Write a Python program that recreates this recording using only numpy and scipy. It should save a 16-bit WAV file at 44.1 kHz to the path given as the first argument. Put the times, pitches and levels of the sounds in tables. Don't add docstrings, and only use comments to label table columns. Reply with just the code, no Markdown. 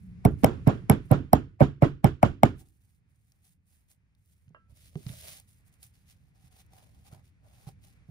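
import sys
import numpy as np
from scipy import signal
from scipy.fft import rfft, irfft, next_fast_len
from scipy.io import wavfile
from scipy.ndimage import map_coordinates

SR = 44100
rng = np.random.default_rng(int(sys.argv[2]) if len(sys.argv) > 2 else 0)


def volts_from_db(level):
    exponent = np.asarray(level, float) / 20
    return 10 ** exponent


def to_wav(s):
    ch = np.atleast_2d(s).T
    pcm = np.round(np.clip(ch, -1, 1) * 32767)
    wavfile.write(sys.argv[1], SR, pcm.astype(np.int16))


N = 357210
SCENE_T = np.arange(N) / SR
T = np.arange(SR // 2) / SR
LEFT_LATE = 24.6
WALL_S = .016

# start in seconds, level in dB,
# brightness in dB per octave, decay factor, rattle level in dB.
BLOW_TAILS = [(.251, -7, -5, 0.8, -55), (0.444, -10, 1, 1.7, -43.5), (.673, -8.5, 0.27, 1.35, -49),
              (.898, -5.5, 1, 0.99, -49.5), (1.113, -7, 0, 1.13, -48), (1.332, -8.5, 0.5, 1.06, -42),
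              (1.61, -4.5, 0.5, 0.93, -44.5), (1.824, -7, 0.36, .9, -52.5), (2.044, -9, 1.5, 0.87, -50),
              (2.23, -8.5, 1.01, 0.99, -44), (2.433, -7.5, 1.5, 0.97, -45.5)]
# frequency in Hz, likeness from 0 to 1.
LIKENESS = [(60, 1), (130, 0.44), (290, 0.91), (640, 0), (15000, 0.72)]


def unit(x):
    return x / np.sqrt(np.mean(x ** 2) + 1e-20)


def along(points, hz):
    f, v = np.transpose(points)
    return np.interp(np.log(hz + 1), np.log(f + 1), v)


def curve(points):
    s, value = np.transpose(points)
    return np.interp(SCENE_T, s, value)


def wobble(rate):
    knots = rng.standard_normal(int(N * rate / SR) + 4)
    return map_coordinates(knots, [np.arange(N) * rate / SR])


def filtered(x, response):
    m = next_fast_len(x.shape[-1] + 8192)
    spectrum = rfft(x, m) * response(np.fft.rfftfreq(m, 1 / SR))
    return irfft(spectrum, m)[..., :x.shape[-1]]


def peaks(modes):
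    def response(f):
        total = 0
        for k, (center, width, db) in enumerate(modes):
            damping = 1j * f * width
            total = total + (-1) ** k * volts_from_db(db) * damping / (center * center - f * f + damping)
        return total
    return response


def shape(spectrum):
    return lambda hz: volts_from_db(along(spectrum, hz))


def likeness_angle(hz):
    return np.arccos(np.clip(along(LIKENESS, hz), -1, 1)) / 2


def rush(response):
    def split(hz):
        angle = likeness_angle(hz)
        return response(hz) * np.array([np.cos(angle), np.sin(angle)])
    mid, side = filtered(rng.standard_normal((2, N)), split)
    return unit(np.array([mid + side, mid - side]))


def ring(hz, t60, rise, late=0):
    t = np.maximum(T - late, 0)
    return np.sin(2 * np.pi * hz * t) * volts_from_db(-60 * t / t60) * (1 - np.exp(-t / rise))


def add(out, s, sound, pan_db=0):
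    part = out[:, round(s * SR):][:, :sound.shape[-1]]
    part += (sound * volts_from_db([[pan_db / 2], [-pan_db / 2]]))[:, :part.shape[1]]


def mallet():
    # start in seconds, peak level in dB,
    # pitch in Hz after the peak, time to the peak in seconds, pitch in Hz before it.
    bench_thumps = [(.2514, -4.5, 120, .0072, 215), (.4353, -9, 240, .006, 230),
                    (.4471, -10, 120, .005, 210), (.6703, -5.5, 135, .006, 230),
                    (.6798, -14, 125, .004, 200), (.8946, -4.5, 120, .0105, 230),
                    (1.1093, -8, 130, .006, 230), (1.1188, -8, 120, .004, 190),
                    (1.3273, -7, 115, .0115, 240), (1.6063, -11, 150, .005, 250),
                    (1.6138, -11, 140, .004, 230), (1.6208, -6, 130, .0045, 170),
                    (1.8217, -9, 140, .0055, 260), (1.8302, -7, 130, .004, 185),
                    (2.0413, -4.5, 122, .009, 185), (2.2281, -8, 120, .008, 265),
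                    (2.4285, -7, 118, .012, 235)]
    # start in seconds, peak level in dB, pitch in Hz, length in seconds,
    # left over right in dB.
    cover_songs = [(0.251, -22, 687, 0.008, 11), (0.444, -10.5, 602, 0.0038, 11),
                   (0.671, -23.5, 580, 0.0039, 1), (0.686, -37, 610, 0.0083, -2),
                   (.898, -14, 700, 0.0025, 10), (1.111, -22.5, 586, 0.0043, -12),
                   (1.332, -5.5, 707, 0.0046, -2.5), (1.606, -16, 588, 0.01, -4.5),
                   (1.613, -14, 601, 0.003, -5.5), (1.822, -15.5, 591, 0.0054, 0),
                   (2.0435, -16, 712, 0.0046, 7), (2.23, -7, 693, 0.0043, 5), (2.433, -4, 685, 0.0034, 5)]
    # start in seconds, peak level in dB, rib level in dB,
    # middle crack level in dB, decay time t60 in seconds.
    seal_cracks = [(.2498, -25, -3.5, -6, 0.025), (.4435, -11, -11, -6.5, 0.0056),
                   (.6748, -27.5, -11, -10, 0.0025), (.897, -10, -11.5, -8.5, .005),
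                   (1.1146, -19.5, -17, -19, 0.0034), (1.3305, -12.5, -16.5, -8.5, 0.0039),
                   (1.6055, -41.5, 8, -5, 0.058), (1.6135, -44, 9.5, -3, .03), (1.8225, -40.5, 10, 1, .03),
                   (2.0431, -22.5, -4, -3.5, 0.0038), (2.2283, -27, 6, 0.5, 0.015),
                   (2.4324, -22.5, 2, 2.5, 0.011)]
    touch_levels = [-43, -20, -26.5, -41, -27.5, -41.5, -35, -60, -36.5, -39, -38.5, -46.5]
    out = np.zeros((2, N))
    for s, db, hz, peak, early_hz in bench_thumps:
        swell = max(.2 + 0.98 * (early_hz / hz - 1), .05)
        add(out, s, thump(db, hz, peak, early_hz, swell))
    for s, *controls in cover_songs:
        add(out, s, sing(*controls))
    for s, *controls in BLOW_TAILS:
        add(out, s, shudder(*controls))
    for (s, *controls), touch_db in zip(seal_cracks, touch_levels):
        add(out, s - .015, touch(touch_db))
        add(out, s, crack(*controls))
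    return out


def thump(db, hz, peak, early_hz, swell):
    # frequency in Hz, level in dB, decay time t60 in seconds.
    bench_modes = [(139.6, -22, 0.33), (106, -25.5, 0.074), (80, -25.5, 0.2), (422, -23, 0.16)]
    # frequency in Hz, level in dB, decay time t60 in
    # seconds, lead before the peak in seconds (never earlier than the contact).
    bend_hz, bend_db, bend_t60, lead = (340, -8.5, 0.0046, 0.04)
    after = np.maximum(T - peak, 0)
    env = np.clip(T / peak, 0, 1) ** swell * volts_from_db(-60 * after / 0.04)
    turns = hz * after - early_hz * np.maximum(peak - T, 0)
    push = np.cos(2 * np.pi * turns) + 0.12 * np.cos(4 * np.pi * turns)
    push = push + 0.15 * np.sin(2 * np.pi * 70 * T)
    free = 0
    for mode_hz, level, t60 in bench_modes:
        free = free + volts_from_db(level) * ring(mode_hz, t60, rise=0.024, late=peak - 0.13 / mode_hz)
    free = free - volts_from_db(bend_db) * ring(bend_hz, bend_t60, rise=0.00054, late=max(peak - lead, 0))
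    left_db = -1.5 - 16 * np.clip(1.2 - T / peak, 0, 1)
    left, right = volts_from_db(db) * (env * push + free) * volts_from_db([left_db, 3 + 0 * T])
    return np.array([np.roll(left, round(LEFT_LATE)), right])


def sing(db, hz, length, pan_db):
    t = np.maximum(T - np.array([[0], [.0001]]), 0)
    env = (1 - np.exp(-t / 0.00058)) * volts_from_db(-60 * np.maximum(t - length, 0) / 0.0036)
    turns = hz * t - 0.5 * np.exp(-t / 0.00049)
    tone = np.sin(2 * np.pi * (turns + 0.23))
    return volts_from_db(db + 3.0) * env * tone * volts_from_db([[pan_db / 2], [-pan_db / 2]])


def touch(db):
    t = T[:round(.015 * SR)]
    dull = peaks([(700, 280, -3.5), (2460, 640, -21.5)])
    noise = filtered(rng.standard_normal((2, len(t))), dull)
    return volts_from_db(db - 2300 * (t[-1] - t)) * unit(noise)


def crack(db, rib_db, mid_db, t60):
    # frequency in Hz, width in Hz, level in dB.
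    crack_top = [(8700, 700, -9), (11300, 1300, -3), (14000, 1000, -6)]
    crack_mid = [(3730, 1300, 1), (5440, 150, 3.5), (6500, 2600, -6.5)]
    # frequency in Hz, level in dB, decay time t60 in seconds.
    casting_modes = [(3070, -6, .012), (5390, -8, .012), (8430, -12, .014), (4050, -6, .008),
                     (6100, -13, .01)]
    # frequency in Hz, decay time t60 in seconds.
    rib_mode = (2210, 0.018)
    snap_and_creep = volts_from_db(-60 * T / t60) + volts_from_db(-14 - 60 * T / 0.012)
    burst = rng.standard_normal((2, len(T))) * snap_and_creep * (1 - np.exp(-T / 0.0002))
    top = filtered(burst[0], peaks(crack_top))
    mid = filtered(burst[1], peaks(crack_mid))
    top, mid = top / np.abs(top).max(), mid / np.abs(mid).max()
    modes = 0
    for hz, level, life in casting_modes:
        modes = modes + volts_from_db(level + rng.normal(0, 3)) * ring(hz, life, rise=.0006)
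    rib = volts_from_db(rib_db + 2) * ring(*rib_mode, rise=0.00009, late=0.0012)
    both = volts_from_db(db) * (top + volts_from_db(mid_db) * (mid + modes))
    both = both + volts_from_db(-25) * np.roll(both, round(WALL_S * SR))
    late = filtered(both, lambda f: np.exp(-2j * np.pi * f * LEFT_LATE / SR))
    return np.array([late - volts_from_db(db - 2.0) * rib, both + volts_from_db(db + 2.5) * rib])


def shudder(db, bright_db, stretch, buzz_db):
    # frequency in Hz, level in dB per Hz.
    tail_tone = [(21, -33.5), (35, -2), (234, -0.5), (361, -8), (753, -7), (922, -16.5), (1460, -23),
                 (1970, -32), (3110, -34), (4120, -44), (6330, -50), (7010, -49), (8160, -55), (13900, -70),
                 (15000, -64)]
    # frequency in Hz, level in dB.
    echo_tone = [(150, -16), (1500, -13), (3300, -9.5), (5500, -8.5), (12000, -19)]
    # frequency in Hz, width in Hz, level in dB.
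    loose_steel = [(6910, 80, 4), (7670, 60, -4), (5070, 110, -3), (3300, 250, 3), (8890, 60, -9)]

    def near(hz):
        return along(tail_tone, hz) + bright_db * np.log2(1 + hz / 500)

    def far(hz):
        return near(hz) + along(echo_tone, hz)

    tail = dying(near, stretch) + dying(far, 2.2 * stretch)
    tail = tail / tail[:, :SR // 20].std()
    buzz = filtered(rng.standard_normal((2, len(T))), lambda f: peaks(loose_steel)(f) ** 2)
    buzz = unit(buzz) * np.clip((T - .012) / .01, 0, 1) * volts_from_db(buzz_db - 60 * T / .13)
    return volts_from_db(db - 16.0) * tail * volts_from_db([[-2.5], [2.5]]) + buzz


def dying(tone_db, stretch=1):
    # frequency in Hz, decay time t60 in seconds.
    shop_decay = [(60, 0.59), (140, 0.074), (300, 0.23), (500, 0.093), (800, 0.084), (1500, 0.17),
                  (3300, 0.16), (6000, .15), (12000, 0.2)]
    hz, t, z = signal.stft(rng.standard_normal((2, SR // 2)), SR, nperseg=512)
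    angle = likeness_angle(hz)[:, None]
    mid, side = z[0] * np.cos(angle), z[1] * np.sin(angle)
    pair = np.array([mid + side, mid - side])
    hz = hz[:, None]
    t60 = stretch * along(shop_decay, hz)
    gain = volts_from_db(tone_db(hz) - 60 * t / t60) / np.sqrt(t60 * SR / 14)
    gain = gain * (1 - np.exp(-(t / .014) ** 2) / (1 + (hz / 380) ** 4))
    gain = gain * (1 - np.exp(-(t / WALL_S) ** 4) / (1 + (2500 / (hz + 1)) ** 4))
    gain = gain * volts_from_db(3.2 * rng.standard_normal(gain.shape))
    noise = signal.istft(pair * gain, SR, nperseg=512)[1][:, :len(T)]
    return noise * np.clip((T - .004) / 0.0033, 0, 1)


def handling():
    # start in seconds, peak level in dB, pitch in Hz, decay time t60 in seconds, edge level in dB.
    case_knocks = [(4.476, -49, 127, 0.089, -38), (4.505, -44, 153, 0.049, -25),
                   (4.694, -49.5, 80.3, .11, -27.5), (4.724, -40, 86, 0.038, -45),
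                   (4.956, -24, 150, 0.051, -17.5), (5.064, -24.5, 131, 0.051, -31.5),
                   (5.098, -30.5, 124.6, 0.07, -31), (6.44, -49.5, 124, 0.0783, -38),
                   (7.127, -34.5, 129, 0.036, -24.5), (7.67, -34.5, 136, 0.079, -23),
                   (8.086, -41.5, 146.4, 0.15, -22.5)]
    # start in seconds, peak level in dB, pitch in Hz, left over right in dB.
    glove_ticks = [(2.686, -59, 11300, 9), (3.32, -54.5, 5603, 4), (3.452, -58, 5500, 0),
                   (3.914, -52, 6000, -2), (4.15, -65, 5000, 0), (4.259, -59.5, 11630, 0),
                   (4.481, -61.5, 2300, 4), (4.492, -66, 5500, 0.5), (4.955, -42, 1100, -4),
                   (5.066, -43, 2866, 16), (5.092, -38.5, 1978, -9), (5.399, -40, 10830, -4),
                   (5.829, -44.5, 9000, -12), (6.664, -56.5, 11130, -1.5), (7.124, -55, 806, 3.5),
                   (7.145, -57, 762, 0), (7.691, -63, 779.4, -1)]
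    # start in seconds, peak level in dB, left over right in dB.
    tool_clinks = [
        (4.547, -39, -6),
        (4.566, -54, 10),
    ]
    # frequency in Hz, level in dB, decay time t60 in seconds.
    tool_modes = [(650, 9.5, 0.017), (1160, 26.5, 0.0051), (1330, -9.5, 0.39), (1615, -2.5, 0.13),
                  (1902, 3, 0.017), (2783, -8, 0.076), (3068, -18, 0.13)]
    out = np.zeros((2, N))
    for s, db, hz, t60, edge_db in case_knocks:
        edge = ring(384, 0.014, rise=0.0055) + 0.077 * ring(690, 0.021, rise=0.00036)
        body = ring(hz, t60, rise=0.004)
        knock = volts_from_db(db + 5.5) * (body + volts_from_db(edge_db + 18.5) * edge)[None]
        add(out, s, knock + shop(knock), -5.5)
    for s, db, hz, pan_db in glove_ticks:
        burst = rng.standard_normal((1, len(T))) * volts_from_db(-60 * T / 0.0133)
        snap = filtered(burst, lambda f: peaks([(hz, 1.9 * hz, 0)])(f) ** 2)
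        add(out, s, volts_from_db(db + 0.97) * snap / np.abs(snap).max(), pan_db)
    for s, db, pan_db in tool_clinks:
        tones = sum(volts_from_db(level) * ring(hz, t60, rise=0.0012) for hz, level, t60 in tool_modes)
        clink = volts_from_db(db - 13.0) * tones[None]
        add(out, s, clink + shop(clink), pan_db)
    return out


def shop(x):
    # frequency in Hz, level in dB.
    shop_tone = [(40, -13), (140, -10), (300, 2), (1500, -8), (12000, -13)]
    tail = dying(lambda hz: along(shop_tone, hz))
    return signal.fftconvolve(x.mean(0)[None, :SR // 10], tail, axes=1)[:, :len(T)]


def rubbing():
    # start in seconds,
    # length in seconds, level in dB, swell over the stroke in dB.
    glove_rows = [(0, 0.13, -78, -10), (.31, .003, -70, 0), (.394, .003, -72, 0), (.41, 0.012, -64, -4),
                  (1.09, .004, -76, 0), (1.06, 0.004, -70, 0), (2.605, 0.0067, -58.5, -4.5),
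                  (2.66, 0.11, -76, -4.5), (2.81, 0.16, -78, -1.5), (3.1, 0.16, -86, 4.5),
                  (3.27, 0.048, -81, 4), (3.35, .07, -80, -6), (3.445, 0.08, -69.5, -3),
                  (3.68, 0.076, -75, 3), (3.78, 0.062, -76, -7), (3.912, 0.0043, -64.5, -0.5),
                  (4.19, 0.143, -85, 11), (4.34, .13, -81, -6), (5.49, 0.12, -64.5, -13.5),
                  (5.672, 0.01, -68, -2.5), (5.73, 0.012, -73, 1), (5.83, 0.01, -59.5, 7.5),
                  (5.89, 0.036, -79.5, -12)]
    # start in seconds, length in seconds, level in dB,
    # swell in dB, bore over hiss in dB.
    slide_rows = [
        (4.703, 0.0093, -79.5, 5, -4.5),
        (4.764, 0.11, -67.5, 4, -15.5),
        (4.9, .05, -74, 0, -12),
        (4.972, 0.076, -66, 3, -14),
        (5.068, 0.216, -58, 5, -10.5),
        (5.297, 0.089, -52.5, -3, -15),
    ]
    wipe_rows = [(5.941, 0.094, -73.5, -8, -20), (6.078, 0.048, -69.5, 1.5, -19.5),
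                 (6.162, .14, -81.5, -4, -6), (6.359, 0.11, -80, 8, -2.5), (6.528, 0.09, -69, 3, -4.5),
                 (6.736, 0.13, -69, -3.5, -0.5), (6.892, 0.14, -76.5, -1.5, 0),
                 (7.066, 0.027, -63, -5.5, -6.5), (7.128, 0.064, -62.5, -16.5, 4),
                 (7.256, .02, -73, 1, -20), (7.45, 0.07, -77, 0, 7), (7.529, 0.12, -70.5, 1, -1.5),
                 (7.674, 0.014, -65.5, 1.5, 0), (7.839, 0.063, -68, -3, -7.5),
                 (7.924, 0.046, -77, -9, -17.5), (8.09, 0.019, -82.5, 0.5, 8)]
    # start in seconds, length in seconds, level in dB, swell in dB.
    brush_rows = [
        (2.615, 0.027, -67, -12),
        (3.33, 0.027, -83, -3.5),
    ]
    # frequency in Hz, level in dB per Hz.
    hiss_tone = [(2900, -30.5), (5000, -13), (7200, -3.5), (8300, 0), (11500, 0), (14200, -2.5),
                 (15600, -2.5), (15900, -45)]
    body_tone = [(650, -40.5), (1100, -9.5), (1750, -5), (2040, -1), (2850, -1), (3600, -0.5), (7000, -4.5),
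                 (9100, -32), (15400, -120)]
    hiss, body, bore = rush(shape(hiss_tone)), rush(shape(body_tone)), hollow()
    grain = volts_from_db(1.6 * wobble(60) + 1.6 * wobble(250) + 2.2 * wobble(900))
    glove = strokes(glove_rows)
    slide = strokes([row[:4] for row in slide_rows])
    wipe = strokes([row[:4] for row in wipe_rows])
    bore_rows = [(s, length, db + bore_db, swell_db)
                 for s, length, db, swell_db, bore_db in list(slide_rows) + list(wipe_rows)]
    near_bore = strokes(bore_rows + list(brush_rows))
    bright = (glove + slide + wipe) * volts_from_db([[-1.5], [1.5]])
    dull = volts_from_db(-7.5) * glove + volts_from_db(-2.5) * slide + volts_from_db(-1.5) * wipe
    deep = (volts_from_db(-20.5) * glove + near_bore) * volts_from_db(2.5 * wobble(30))
    return grain * (bright * hiss + dull * body + deep * bore)


def strokes(rows):
    grip, let_go = 553.5, 481
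    t = np.arange(0, N / SR + .01, .002)
    s, length, db, swell_db = np.transpose(rows)[:, :, None]
    level_db = db + swell_db * np.clip((t - s) / length, 0, 1)
    level_db = level_db - grip * np.maximum(s - t, 0) - let_go * np.maximum(t - s - length, 0)
    return np.interp(SCENE_T, t, np.sqrt(np.sum(volts_from_db(level_db) ** 2, axis=0)))


def hollow():
    # time in seconds, pitch in Hz.
    bore_pitch = [
        (3.5, 741),
        (4.7, 558.3),
        (5.3, 588),
        (5.37, 700),
        (6.81, 718),
        (6.879, 604),
        (7.05, 702),
        (7.2, 680),
        (7.46, 604),
        (7.598, 710),
    ]
    # frequency in Hz, width in Hz.
    bore_modes = [(500, 82), (610, 120), (770, 89)]
    stops = [c - 25 * k for k, (c, w) in enumerate(bore_modes)]
    place = np.interp(curve(bore_pitch), stops, range(len(bore_modes)))
    narrow = 0
    for k, (c, w) in enumerate(bore_modes):
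        share = np.sqrt(np.clip(1 - np.abs(place - k), 0, 1))
        narrow = narrow + share * rush(lambda f: peaks([(c, w, 0)])(f) ** 2)
    return narrow + volts_from_db(-3) * rush(lambda f: peaks([(600, 900, 0)])(f) ** 2)


def workshop():
    # time in seconds, level in dB.
    rumble_level = [(0, -51.5), (.6, -40), (1.1, -52.5), (1.7, -59.5), (2.75, -64), (3.3, -67.5),
                    (4.2, -67.5), (4.7, -64), (5.16, -55), (5.55, -62.5), (6.5, -60.5), (7, -57),
                    (7.4, -61), (7.8, -55.5), (8.1, -60.5)]
    drone_level = [(0, -46.5), (.25, -55.5), (.9, -54.5), (1.3, -74.5), (3, -83.5), (8.1, -99)]
    air_lift = [(0, 15.5), (.5, 21), (1, 20), (1.6, -1), (2.6, 1.5), (4, 2), (5.5, 9), (8.1, 11)]
    # frequency in Hz, level in dB per Hz.
    rumble_tone = [(12, -56), (20, -21), (65, -6), (97, -4.5), (114, -7.5), (200, -16.5), (220, -24),
                   (280, -26), (316, -32), (500, -39.5), (650, -66.5), (1100, -120)]
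    air_tone = [(260, -40), (450, -11), (1240, -14), (2040, -10), (2500, -12), (3000, -19.5), (12000, -31),
                (14500, -50), (15800, -90), (22000, -120)]
    # frequency in Hz, width in Hz, level in dB.
    drone_band = [(180, 40, 0)]
    since = SCENE_T - np.transpose(BLOW_TAILS)[0][:, None]
    shaken = np.sum((since > 0) * volts_from_db(-40.5 - 60 * np.abs(since) / 0.28), axis=0)
    rumble_gain = volts_from_db(curve(rumble_level) + 0.58 * wobble(14.0)) + shaken
    rumble = rumble_gain * rush(shape(rumble_tone)) * volts_from_db([[-.8], [.8]])
    drone = volts_from_db(curve(drone_level)) * rush(lambda f: peaks(drone_band)(f) ** 3)
    air = volts_from_db(-88 + curve(air_lift) + 2.2 * wobble(8)) * rush(shape(air_tone))
    return rumble + drone + air


def scene():
    return mallet() + handling() + rubbing() + workshop()


def top_cut(x):
    return signal.sosfilt(signal.butter(12, 16880, fs=SR, output="sos"), x)


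def record(dry):
    # notch in Hz, width in Hz, depth from 0 to 1, top in Hz, bottom in
    # Hz.
    notch_hz, width, depth, top_hz, low_hz = (12650, 800, .6, 15800, 38)
    lag = np.array([[0], [8.8]])
    x = filtered(dry, lambda f: np.exp(-2j * np.pi * f * lag / SR))

    def port(f):
        band = 1j * f / (low_hz + 1j * f) / (1 + (f / top_hz) ** 30)
        return (1 - depth * peaks([(notch_hz, width, 0)])(f)) * band

    x = filtered(x, port)
    x = x / (1 + np.abs(x / .89) ** 8) ** (1 / 8)
    return top_cut(x)


dry = scene()
out = record(dry)
to_wav(out)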